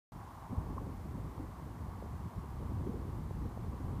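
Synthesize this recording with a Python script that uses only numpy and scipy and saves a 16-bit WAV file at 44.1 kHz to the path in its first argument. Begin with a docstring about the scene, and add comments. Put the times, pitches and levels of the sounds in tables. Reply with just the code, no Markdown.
"""Light wind on a golf green.

Eddies buffet a camera microphone: a low rumble that flutters and pops as the gusts harden.
Tyres on a distant road make a steady band near 1 kHz; one short hollow tock sounds early on.
Far leaves rustle faintly and electronic hiss lies under everything.
The sound switches on just after the start."""
import sys
import numpy as np
from scipy import signal
from scipy.fft import rfft, irfft, next_fast_len
from scipy.io import wavfile
from scipy.ndimage import map_coordinates

SR = 44100
rng = np.random.default_rng(int(sys.argv[2]) if len(sys.argv) > 2 else 0)


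def transcribe(u):
    """Save the signal u as a 16-bit wav file named by the first command-line argument.

    u: samples, shape (n,) or (channels, n), limited to [-1, 1]; the rate is SR.
    q: integer samples, one column per channel.
    """
    v = np.clip(np.atleast_2d(u).T, -1, 1)
    q = np.round(v * 32767).astype(np.int16)
    wavfile.write(sys.argv[1], SR, q)


N = 176400
TIME_S = np.arange(N) / SR

# Wind pressure on the microphone. Each row: time in seconds, level in dB before trim.
RUMBLE_LEVELS = [(0.12, -54.5), (0.16, -46), (0.31, -53), (0.49, -50), (0.53, -34), (0.55, -53),
                 (0.58, -35.5), (0.63, -43), (0.71, -40), (1.03, -45), (1.06, -41.5), (1.29, -41),
                 (1.35, -55), (1.38, -41), (1.58, -49.5), (1.61, -42.5), (1.76, -46.5), (1.83, -39.5),
                 (2.01, -46), (2.15, -40), (2.23, -44), (2.26, -35.5), (2.32, -61), (2.38, -35),
                 (2.42, -45.5), (2.81, -35), (2.84, -41), (2.9, -39), (2.92, -40.5), (3.35, -39.5),
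                 (3.46, -36), (3.5, -46), (3.73, -36.5), (3.77, -46.5), (3.84, -37.5), (4.0, -38.5)]
# Flutter above the rumble. Each row: time in seconds, level in dB before trim.
FLUTTER_LEVELS = [(0.12, -58.5), (0.48, -66.5), (0.54, -47), (0.55, -53.5), (0.88, -49), (0.96, -58.5),
                  (1.17, -50), (1.37, -57.5), (1.39, -48), (1.56, -64.5), (1.6, -55.5), (2.35, -58.5),
                  (2.37, -52.5), (2.52, -60), (2.62, -50.5), (2.77, -55), (2.86, -47), (3.36, -58.5),
                  (3.46, -49.5), (3.5, -55.5), (3.98, -50.5), (4.0, -56)]
# Single eddies. Each row: centre in seconds, peak in dB, pitch in Hz, half width in seconds.
EDDIES = [(.530, -32, 226, 0.0031), (0.584, -29, 75, 0.0052), (0.708, -37.5, 278, 0.0028),
          (1.155, -31.5, 159, 0.0038), (1.404, -39, 286, 0.004), (1.599, -43, 800, 0.00062),
          (2.026, -37, 496, 0.00088), (2.061, -41, 300, 0.00087), (2.26, -34.5, 172, 0.003),
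          (2.386, -35, 150, 0.0027), (2.721, -33, 200, .0012), (2.872, -34.5, 370, 0.003),
          (2.896, -28, 210, .0018), (2.944, -39, 393, 0.003), (3.310, -35.5, 450, 0.0004),
          (3.576, -35.5, 450, 0.0005)]
# Tyre roar. Each row: time in seconds, level in dB.
TYRE_LEVELS = [(.12, -57), (.55, -52.5), (.95, -59.5), (1.6, -56.5), (2.1, -57.5), (2.7, -57), (3.2, -59.5),
               (4, -57)]

# Noise spectra of the sources. Each row: frequency in Hz, relative density in dB.
RUMBLE_SPECTRUM = [(15, -32), (28, -18), (48, -1.5), (72, 0), (115, -3), (170, -9), (250, -15.5),
                   (400, -34), (800, -52), (2000, -100)]
FLUTTER_SPECTRUM = [(60, -29.5), (150, -6), (260, -0.5), (370, -4), (500, -10), (700, -18.5), (1200, -39),
                    (2500, -61), (6000, -90)]
TYRE_SPECTRUM = [(300, -39), (620, -8.5), (780, -2.5), (980, -1.5), (1140, -1.5), (1350, -20.5),
                 (1750, -24.5), (2600, -50), (6000, -73)]
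TRAFFIC_SPECTRUM = [(15, -11), (28, -3), (45, 2), (80, 5.5), (160, 2), (250, -1), (400, -10.5), (620, -6.5),
                    (1000, -1.5), (1400, -7), (1750, -12), (2080, -13), (2600, -22), (4500, -27),
                    (9000, -45)]
LEAF_SPECTRUM = [(1200, -32), (2200, -2), (3000, 0.5), (4200, -8), (8000, -26)]
HISS_SPECTRUM = [(100, 3), (2500, 0.5), (4500, 0.5), (8000, -0.2), (15000, -1.5)]


def wind_rumble(trim_db=-1):
    """Large eddies push on the microphone."""
    return amp(curve(RUMBLE_LEVELS) + trim_db) * steadied(noise(RUMBLE_SPECTRUM), span_s=0.014)


def wind_flutter(trim_db=1.5, spurt_db=4.0, spurts_per_s=70):
    """Small eddies arrive in quick spurts and brighten the harder gusts."""
    spurts = amp(spurt_db * wobble(spurts_per_s)) * noise(FLUTTER_SPECTRUM)
    return amp(curve(FLUTTER_LEVELS) + trim_db) * steadied(spurts, span_s=0.021)


def wind_pops():
    """Each eddy is a brief pressure swing: a thump if low, a pop if short."""
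    out = np.zeros(N)
    for centre_s, peak_db, pitch_hz, half_width_s in EDDIES:
        t = TIME_S - centre_s
        swing = np.sin(2 * np.pi * pitch_hz * t) * np.exp(-0.5 * (t / half_width_s) ** 2)
        out -= amp(peak_db) * swing / np.abs(swing).max()
    return out


def road(waver_db=0.94, wavers_per_s=7, traffic_db=-58):
    """Tyre roar swells and fades over the even murmur of farther traffic."""
    tyre_db = curve(TYRE_LEVELS) + waver_db * wobble(wavers_per_s)
    tyres = amp(tyre_db) * noise(TYRE_SPECTRUM)
    return tyres + amp(traffic_db) * noise(TRAFFIC_SPECTRUM)


def tock(peak_s=0.7828, pitch_hz=1050, level_db=-31.5, rise_s=0.0027, fall_s=0.0012):
    """A hollow note of a few cycles swells and stops short."""
    t = TIME_S - peak_s
    envelope = np.exp(-np.maximum(-t / rise_s, t / fall_s))
    return amp(level_db) * envelope * np.sin(2 * np.pi * pitch_hz * t)


def leaf_rustle(end_db=-79.5, rise_db_per_s=2):
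    """Far leaves rustle, growing with the breeze."""
    level_db = end_db + rise_db_per_s * (TIME_S - TIME_S[-1])
    return amp(level_db) * noise(LEAF_SPECTRUM)


def hiss(level_db=-68.5):
    """Steady, near-white noise of the camera electronics."""
    return amp(level_db) * noise(HISS_SPECTRUM)


def amp(db):
    """Decibels to gain."""
    return 10 ** (np.asarray(db) / 20)


def unit_rms(x):
    """x at rms 1."""
    return x / np.sqrt(np.mean(x ** 2) + 1e-20)


def curve(rows):
    """(seconds, value) rows as one value per sample."""
    return np.interp(TIME_S, *np.transpose(rows))


def wobble(knots_per_s):
    """Smooth random curve."""
    return map_coordinates(rng.standard_normal(N // 20), [TIME_S * knots_per_s + 2])


def filtered(x, gain_at_hz):
    """Zero-phase FFT filter."""
    size = next_fast_len(N + SR // 2)
    hz = np.fft.rfftfreq(size, 1 / SR)
    return irfft(rfft(x, size) * gain_at_hz(hz), size)[:N]


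def noise(spectrum):
    """Noise of rms 1 coloured by (Hz, dB) rows."""
    knots_hz, knots_db = np.transpose(spectrum)
    white = rng.standard_normal(N)
    coloured = filtered(white, lambda hz: amp(np.interp(np.log(hz + 1), np.log(knots_hz), knots_db)))
    return unit_rms(coloured)


def steadied(x, span_s):
    """Noise at rms 1 with its own slow swells evened out."""
    lag_s = (np.arange(SR // 2) - SR // 4) / SR
    window = np.exp(-0.5 * (lag_s / span_s) ** 2)
    weight = signal.fftconvolve(np.ones(N), window, 'same')
    local_power = signal.fftconvolve(x ** 2, window, 'same') / weight
    return unit_rms(x / np.sqrt(np.abs(local_power) + 1e-6))


def scene():
    """Wind close by; road, tock and leaves farther off. Mono."""
    wind = wind_rumble() + wind_flutter() + wind_pops()
    return (wind + road() + tock() + leaf_rustle())[None]


def record(dry, switch_on_s=0.12, band_limit_hz=15300):
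    """The camera adds hiss, switches on and cuts everything above its band limit."""
    live = (dry[0] + hiss()) * (TIME_S >= switch_on_s)
    return filtered(live, lambda hz: hz < band_limit_hz)[None]


dry = scene()
out = record(dry)
transcribe(out)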